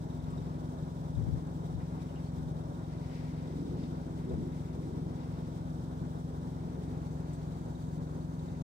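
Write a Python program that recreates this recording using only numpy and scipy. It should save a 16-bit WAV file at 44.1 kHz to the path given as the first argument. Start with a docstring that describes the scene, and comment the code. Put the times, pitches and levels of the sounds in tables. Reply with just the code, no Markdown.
"""Idling engine off a shingle shore

Some way off, an engine's firings excite the resonances of its exhaust pipe: a low, even throb. Valves tick and
thin high pips come and go with its strokes, beside a second machine's steady hum. Wavelets fizz through the
stones, throw spray and slap hollowly over the far roar of the shore. A low rumble swells midway and thumps
once, eddies of a breeze bump the left microphone, and a faint hiss lies behind."""
import sys
import numpy as np
from scipy import signal
from scipy.fft import rfft, irfft, next_fast_len
from scipy.io import wavfile
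from scipy.ndimage import map_coordinates

SR = 44100
rng = np.random.default_rng(int(sys.argv[2]) if len(sys.argv) > 2 else 0)


def put_to_file(sound):
    """Save the sound as 16-bit audio at rate SR, in the file named by the first command-line argument."""
    columns = np.atleast_2d(sound).T  # one column per channel
    safe = np.clip(columns, -1, 1)
    whole_steps = np.round(safe * 32767)
    wavfile.write(sys.argv[1], SR, whole_steps.astype(np.int16))


N = 383229
TIME, HZ = np.arange(N) / SR, np.fft.rfftfreq(N, 1 / SR)
PIP_REACH_S = .02  # a pip extends this far either side of its middle

# engine speed: (time [s], firing rate [Hz])
FIRING_RATE = [(0.0, 22.04), (0.9, 21.99), (1.4, 21.75), (2.0, 21.92), (2.5, 22.09), (3.6, 21.97),
               (4.3, 21.91), (5.0, 21.98), (5.5, 22.03), (6.7, 22.01), (7.3, 21.89), (8.6, 22.08)]
# response of the exhaust pipe: (multiple of the firing rate [1], relative level [dB])
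PIPE_RESPONSE = [(1, -54), (2, -18), (3, -5.5), (4, -9.5), (5, -5.5), (6, -9.5), (7, 2), (8, -1.5),
                 (9, -16), (10, -31), (13, -22), (14, -17), (15, -31.5), (16, -17.5), (18, -26.5),
                 (20, -27.5)]
# valve knocks: (place [strokes], half-length [strokes], centre [Hz], bandwidth [Hz], level [dB])
VALVE_KNOCKS = [(.16, 0.09, 5620, 6000, -70), (.81, 0.053, 6000, 6000, -70.5),
                (.84, 0.093, 3230, 700, -74.5)]
# a pip's note, then its overtones: (frequency [Hz], relative level [dB], lead [s], noise share [0-1])
PIP_PARTIALS = [(3740, 1.7, 0, .48), (5570, -5, .005, .65), (7550, -2.5, .002, .5), (11130, -13, .003, .6)]
# the clearest pips: (time [s], note gain [dB], overtone gain [dB])
CLEAR_PIPS = [(.106, -67.5, -73), (.203, -64.5, -66.5), (.243, -67.5, -72), (.383, -63.5, -65.5),
              (.79, -66, -72), (.835, -68, -67), (.973, -68, -71), (1.156, -67, -70), (1.34, -67, -67.5),
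              (1.662, -65, -67.5), (1.755, -67.5, -67.5), (2.025, -67.5, -68.5), (2.39, -65, -71),
              (2.752, -66, -72), (2.799, -68.5, -70), (2.844, -66.5, -73), (2.983, -66.5, -72),
              (3.39, -65, -72), (3.479, -66, -67.5), (3.571, -65, -72), (3.665, -66.5, -70),
              (3.841, -64.5, -72), (4.301, -62.5, -66), (5.213, -65, -72), (5.392, -66, -68.5),
              (6.027, -73, -66.5), (7.485, -67, -73), (7.526, -71, -67.5), (7.71, -72, -66),
              (7.758, -63.5, -68.5), (7.893, -70, -68), (8.397, -65.3, -72), (8.488, -65.5, -72)]
# usual strength of the faint pips: (time [s], gain [dB])
FAINT_PIP_GAIN = [(0, -74), (4.3, -74), (5.7, -76.5), (7.3, -73.5)]
# steady machine whines: (frequency [Hz], right level [dB])
WHINE_TONES = [(950, -68.5), (3735, -86), (6275, -85), (8450, -87)]
# wavelets running up the shingle: (start [s], length [s], wash gain [dB], spray relative to wash [dB])
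WAVELET_RUNS = [(.1, 0.65, -7, 2), (1.777, 0.33, -2, -9), (1.97, 0.43, -3, -3), (2.8, 0.85, 0.5, 1),
                (3.125, .24, 1, -14), (3.58, 0.5, -2.5, 6.5), (4.02, 1, -3.5, -6), (4.95, 0.7, -3.5, 1),
                (6.5, 0.73, -5, -3), (7.15, 0.5, -6, 2), (8.3, .45, -6.5, 0)]
# water running between stones: (frequency [Hz], left density [dB/Hz], right density [dB/Hz])
FIZZ_SPECTRUM = [(200, -140, -140), (1000, -106, -104), (1570, -102, -106), (2050, -92, -112),
                 (2480, -98, -112), (2800, -102, -110), (3420, -112, -112), (4620, -110, -113),
                 (5800, -121, -119), (9000, -130, -130), (14000, -140, -140)]
# fine spray of a breaking wavelet: (frequency [Hz], left density [dB/Hz], right density [dB/Hz])
SPRAY_SPECTRUM = [(1800, -120, -122), (2700, -105, -111), (3420, -110, -109), (4600, -102.5, -107),
                  (5300, -108, -104.5), (6200, -115, -113), (9000, -125, -124), (14000, -138, -138)]
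# soft hollow notes, slaps of water on the stones and one thump of the low rumble: (start [s], length [s], level
# [dB], pitch [Hz])
HOLLOW_NOTES = [(0.249, .14, -55.5, 1100), (0.424, 0.13, -57, 1050), (2.409, 0.38, -53.5, 607),
                (4.277, .08, -43.5, 417)]
# ticking drips and pebbles: (time [s], level [dB], pitch [Hz])
PEBBLE_TICKS = [(.302, -64, 8050), (1.803, -61, 2000), (2.086, -63, 2950), (2.158, -62, 2790),
                (2.262, -64, 4600), (7.331, -60, 7900)]
# far roar of the shore: (frequency [Hz], density [dB/Hz])
ROAR_SPECTRUM = [(28, -100), (38, -93), (62, -75), (150, -66), (215, -72.5), (300, -71.5), (400, -76),
                 (520, -79), (760, -81.5), (960, -84), (1200, -90), (1450, -91.5), (2000, -104),
                 (4000, -122), (12000, -145)]
# low rumble: (frequency [Hz], density [dB/Hz])
RUMBLE_SPECTRUM = [(100, -76), (200, -60), (290, -59.5), (400, -65), (520, -75.5), (900, -105),
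                   (3000, -140)]
# swells of the rumble: (middle [s], length [s], gain [dB])
RUMBLE_SWELLS = [(3.72, 0.62, -5), (4.103, 0.2, -6.5), (4.368, 0.4, -3.5), (4.952, 0.55, -5.5),
                 (6.83, 0.58, -9)]
# wind pressure on a microphone: (frequency [Hz], density [dB/Hz])
BUFFET_SPECTRUM = [(30, -79), (45, -69), (62, -51), (88, -50), (120, -55), (180, -62), (300, -76),
                   (600, -100), (2000, -150)]
# eddies of the breeze: (start [s], length [s], gain [dB])
EDDIES = [(.08, 0.47, -12.5), (1.12, 0.15, 4), (1.237, 0.17, 3.5), (1.711, 0.13, -4.5), (2.347, .22, -9.5),
          (4.28, 0.18, -5)]
# high hiss: (frequency [Hz], left density [dB/Hz], right density [dB/Hz])
HISS_SPECTRUM = [(200, -135, -135), (710, -118, -123), (1570, -103, -118), (2720, -108.5, -117),
                 (3230, -102.5, -103), (3700, -102.5, -101.5), (4480, -107, -105.5), (5400, -105.5, -103),
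                 (6100, -107, -104.5), (7040, -108.5, -109.5), (7550, -109, -107), (8350, -107, -105),
                 (9100, -112.5, -113.5), (9900, -113.5, -112.5), (9800, -119.5, -112.5),
                 (11500, -119.5, -110.5), (12300, -119.5, -117), (15300, -114.5, -117.5)]
# late colouring of the hiss on the right: (frequency [Hz], gain [dB])
HOLLOW_COLOUR = [(2000, -7), (2900, -8), (3700, -3.5), (4600, 3.5), (5500, -9), (6300, 5), (6900, 3),
                 (7600, 1.5), (8500, -1.5), (9700, 3.5), (10700, -2), (11500, -2), (12500, 1)]


def exhaust(strokes, level_db=-39.5, uneven_db=.74, rolloff_db_per_octave=9, size=16384):
    """Source and filter: each firing is an impulse that sets the pipe's damped resonances ringing."""
    fired = np.diff(np.floor(strokes), prepend=np.floor(strokes[0]))
    pulses = fired * amp(uneven_db * rng.standard_normal(N))
    mean_rate, hz = np.mean(FIRING_RATE, 0)[1], np.fft.rfftfreq(size, 1 / SR)
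    harmonics = [(k * mean_rate, db) for k, db in PIPE_RESPONSE]
    octaves_above = np.log2(np.maximum(hz / harmonics[-1][0], 1))
    db = colour(harmonics, hz) - rolloff_db_per_octave * octaves_above - hz / 100
    log_gain = np.log(amp(np.maximum(np.r_[db, db[-2:0:-1]], -100)))
    minimum_phase = np.exp(np.conj(signal.hilbert(log_gain)))  # the ring follows its impulse
    thud = np.fft.ifft(minimum_phase).real[:size // 2]
    throb = disperse(signal.oaconvolve(pulses, thud)[:N])
    return from_afar(amp(level_db) * unit(throb), left_db=2)


def disperse(x, from_hz=230, s_per_hz=.00011):
    """Dispersion: group delay grows with frequency above the bass, softening each thud's edge."""
    delay_s = s_per_hz * np.clip(HZ - from_hz, 0, 2 * from_hz)
    phase = 2 * np.pi * np.cumsum(delay_s) * SR / N
    return irfft(rfft(x) * np.exp(-1j * phase), N)


def valves(strokes, left_db=-3):
    """Impact noise: valves tick twice a stroke, and the later tick also rings in a narrow band."""
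    out = np.zeros((2, N))
    for place, half_length, hz, width_hz, db in VALVE_KNOCKS:
        offset = (strokes - place + .5) % 1 - .5
        knock = np.exp(-(offset / half_length) ** 2)
        out += amp(db) * knock * noise_band((2, N), hz, width_hz)
    return out * amp([[left_db], [0]])


def pips(strokes, place=.29, uneven_db=2.3, apart_s=.025):
    """Phase locking: between the clear pips, faint ones recur at one point of each stroke."""
    out, usual_db = np.zeros((2, N)), curve(FAINT_PIP_GAIN)
    for s, note_db, overtones_db in CLEAR_PIPS:
        add(out, s - PIP_REACH_S, pip(note_db, overtones_db))
    for i in np.flatnonzero(np.diff(np.floor(strokes - place))):
        if min(abs(i / SR - row[0]) for row in CLEAR_PIPS) > apart_s:
            note_db, overtones_db = usual_db[i] + uneven_db * rng.standard_normal(2)
            add(out, i / SR - PIP_REACH_S, pip(note_db, overtones_db))
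    return out


def pip(note_db, overtones_db, half_s=.007, detune=.009, grit_width_hz=520, left_db=-5):
    """Superposition of modes: each is a slightly mistuned tone plus grit, in a Gaussian envelope."""
    t, sound = np.arange(-PIP_REACH_S, PIP_REACH_S, 1 / SR), 0
    for k, (hz, db, lead, grit) in enumerate(PIP_PARTIALS):
        pitch = hz * (1 + detune * rng.standard_normal())
        tone = np.sin(2 * np.pi * (pitch * t + rng.random((2, 1))))
        rasp = noise_band((2, len(t)), hz, grit_width_hz)
        swell = amp(db + (overtones_db if k else note_db)) * np.exp(-((t + lead) / half_s) ** 2)
        sound = sound + swell * unit((1 - grit) * unit(tone) + grit * rasp)
    return sound * amp([[left_db], [0]])


def hum(hz=250, level_db=-49.2, waver_hz=.591, waver_db=.9):
    """Slow modulation: a second machine's pure tone wavers slightly in frequency and amplitude."""
    phase = 2 * np.pi * np.cumsum(hz + waver_hz * drift(3)) / SR
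    peak = amp(level_db + waver_db * drift(4.6)) * np.sqrt(2)
    return from_afar(peak * np.sin(phase), left_db=-2)


def whines(width_hz=45):
    """Narrow-band noise is heard as fuzzy machine tones; the high ones lie mostly on the right."""
    tones = np.zeros((2, N))
    for hz, db in WHINE_TONES:
        shadow_db = np.interp(hz, [1000, 3500], [0, -7])
        tones += amp([[db + shadow_db], [db]]) * noise_band((2, N), hz, width_hz)
    return tones


def shingle(trickle_db=-13, slosh_db=3, crest=.39, steepness=.43):
    """Incoherent sources add in power: wavelets build on a trickle of fizz, and each throws spray."""
    wash, splash = np.full(N, amp(trickle_db)), np.zeros(N)
    for start, length, db, spray_db in WAVELET_RUNS:
        run = amp(db) * triangle(start, length, crest) ** steepness
        wash = np.hypot(wash, run)
        splash += amp(spray_db) * run
    fizz = noise_pair(FIZZ_SPECTRUM) * amp(1.5 * np.tanh(drift(60))) + bubbles()
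    water = wash * fizz + splash * noise_pair(SPRAY_SPECTRUM)
    return water * amp(slosh_db * np.tanh(drift(22)))


def bubbles(per_s=80, sizes=16, gain_db=-67, right_db=-4):
    """Damped oscillators: small bubbles ring at random times, the higher ones dying sooner."""
    out, t = np.zeros((2, N)), np.arange(400) / SR
    for hz in np.geomspace(1800, 4600, num=sizes):
        born = rng.random(N) < per_s / sizes / SR
        strength = amp(gain_db + 3 * np.minimum(rng.exponential(1, N), 2.5))
        bubble = np.sin(2 * np.pi * hz * t) * np.exp(-hz * t / 5)
        out += signal.oaconvolve(born * strength, bubble)[:N] * rng.uniform(.92, 1, (2, 1))
    return out * amp([[0], [right_db]])


def slaps(width_hz=190):
    """Noise-driven resonance: now and then water slaps the stones, and once the rumble thumps, each with a soft
    hollow note."""
    out = np.zeros(N)
    for start, length, db, hz in HOLLOW_NOTES:
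        swell = np.hanning(int(length * SR))
        add(out, start, amp(db) * swell * noise_band(len(swell), hz, width_hz))
    return from_afar(out, left_db=4.5)


def ticks(decay_s=.02, width_share=.075):
    """Exponential decay: drips and pebbles each ring briefly at their own pitch."""
    out, t = np.zeros((2, N)), np.arange(2000) / SR
    for s, db, hz in PEBBLE_TICKS:
        burst = unit(resonate(rng.standard_normal((2, len(t))), hz, width_share * hz))
        add(out, s, amp(db) * burst * np.exp(-t / decay_s))
    return out


def shore(flutter_db=1.06):
    """Amplitude-modulated noise: the far roar flutters slightly, and a low rumble swells a few times."""
    roar = diffuse_noise(ROAR_SPECTRUM, crossover_hz=1570, left_db=2.5) * amp(flutter_db * drift(25))
    swell = sum(amp(db) * np.sin(np.pi / 2 * triangle(middle - length / 2, length, crest=.46))
                for middle, length, db in RUMBLE_SWELLS)
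    return roar + swell * diffuse_noise(RUMBLE_SPECTRUM, crossover_hz=3520, left_db=.5)


def breeze(lee_gain=.1):
    """Turbulent pressure: eddies bump the left microphone, while the right one lies in the lee."""
    push = np.zeros(N)
    for start, length, db in EDDIES:
        add(push, start, amp(db) * signal.windows.tukey(int(length * SR), .5))
    return push * np.array([noise(BUFFET_SPECTRUM), lee_gain * noise(BUFFET_SPECTRUM)])


def hiss(flicker_db=1.1, hollow_from_s=6.7, fade_s=.52):
    """Spectral colouring: each microphone's port shapes a high hiss; late on, the right turns hollow."""
    left, right = noise_pair(HISS_SPECTRUM)
    hollow = irfft(rfft(right) * amp(colour(HOLLOW_COLOUR, HZ)), N)
    share = np.clip((TIME - hollow_from_s) / fade_s, 0, 1)
    return np.array([left, right + share * (hollow - right)]) * amp(flicker_db * drift(40))


def from_afar(x, left_db, lag_s=.0004):
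    """Path difference: a far sound reaches the left microphone later, left_db above the right."""
    delayed = np.interp(TIME - lag_s, TIME, x)
    return np.array([delayed * amp(left_db / 2), x * amp(-left_db / 2)])


def diffuse_noise(rows, crossover_hz, left_db):
    """Spatial coherence: alike at both microphones in the bass, increasingly unrelated above."""
    apart = [(f, db + 10 * np.log10(f / (f + crossover_hz))) for f, db in rows]
    alike = [(f, db + 10 * np.log10(crossover_hz / (f + crossover_hz))) for f, db in rows]
    return from_afar(noise(alike), left_db) + np.array([noise(apart), noise(apart)])


def noise_pair(rows):
    """Uncorrelated noise at the two microphones, each with its own spectrum."""
    table = np.array(rows)
    return np.array([noise(table[:, :2]), noise(table[:, ::2])])


def noise(rows):
    """Spectral shaping of white noise to rows (frequency [Hz], density [dB/Hz])."""
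    size = next_fast_len(N, True)
    gain = amp(colour(rows, np.fft.rfftfreq(size, 1 / SR))) * np.sqrt(SR / 2)
    return irfft(rfft(rng.standard_normal(size)) * gain, size)[:N]


def noise_band(shape, hz, width_hz):
    """Two resonators in cascade narrow white noise to a band of rms 1."""
    return unit(resonate(resonate(rng.standard_normal(shape), hz, width_hz), hz, width_hz))


def resonate(x, hz, width_hz):
    """Second-order resonance with a peak gain of 1."""
    return signal.lfilter(*signal.iirpeak(min(hz, .45 * SR), hz / width_hz, SR), x)


def drift(per_s):
    """Smooth random fluctuation of rms 1, with about per_s new values a second."""
    knots = rng.standard_normal(4000)
    smooth = map_coordinates(knots, [TIME[::32] * per_s], order=3, mode="mirror")
    return unit(smooth).repeat(32)[:N]


def triangle(start, length, crest):
    """Linear rise and fall, reaching 1 at the share crest of its length."""
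    return np.interp(TIME, [start, start + length * crest, start + length], [0, 1, 0])


def curve(rows):
    """Linear interpolation of rows (time [s], value)."""
    return np.interp(TIME, *np.transpose(rows))


def colour(rows, hz):
    """Log-frequency interpolation of rows (frequency [Hz], level [dB])."""
    f, db = np.transpose(rows)
    return np.interp(np.log(hz + 1), np.log(f), db)


def add(mix, s, sound):
    """Superposes a sound on the mix from time s."""
    part = mix[..., max(round(s * SR), 0):][..., :sound.shape[-1]]
    part += sound[..., :part.shape[-1]]


def amp(db):
    """Decibels to amplitude ratio."""
    return 10 ** (np.asarray(db) / 20)


def unit(x):
    """Normalises to rms 1."""
    return x / np.sqrt(np.mean(x ** 2) + 1e-30)


def scene(first_firing_s=.006):
    """Superposition of all sources; the integral of the firing rate times throb, valves and faint pips."""
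    strokes = np.cumsum(curve(FIRING_RATE)) / SR - first_firing_s * FIRING_RATE[0][1]
    machines = exhaust(strokes) + valves(strokes) + pips(strokes) + hum() + whines()
    return machines + shore() + shingle() + slaps() + ticks() + breeze() + hiss()


def record(dry, cutoff_hz=15750, stop_s=8.625, fade_s=.005):
    """Band limiting: a low-pass filter removes the top treble; a quick fade ends the sound."""
    fade = np.clip((stop_s - TIME) / fade_s, 0, 1)
    lowpass = signal.firwin(511, cutoff_hz, window=("kaiser", 9), fs=SR)
    return signal.oaconvolve(dry * fade, lowpass[None], "same")


dry = scene()
out = record(dry)
put_to_file(out)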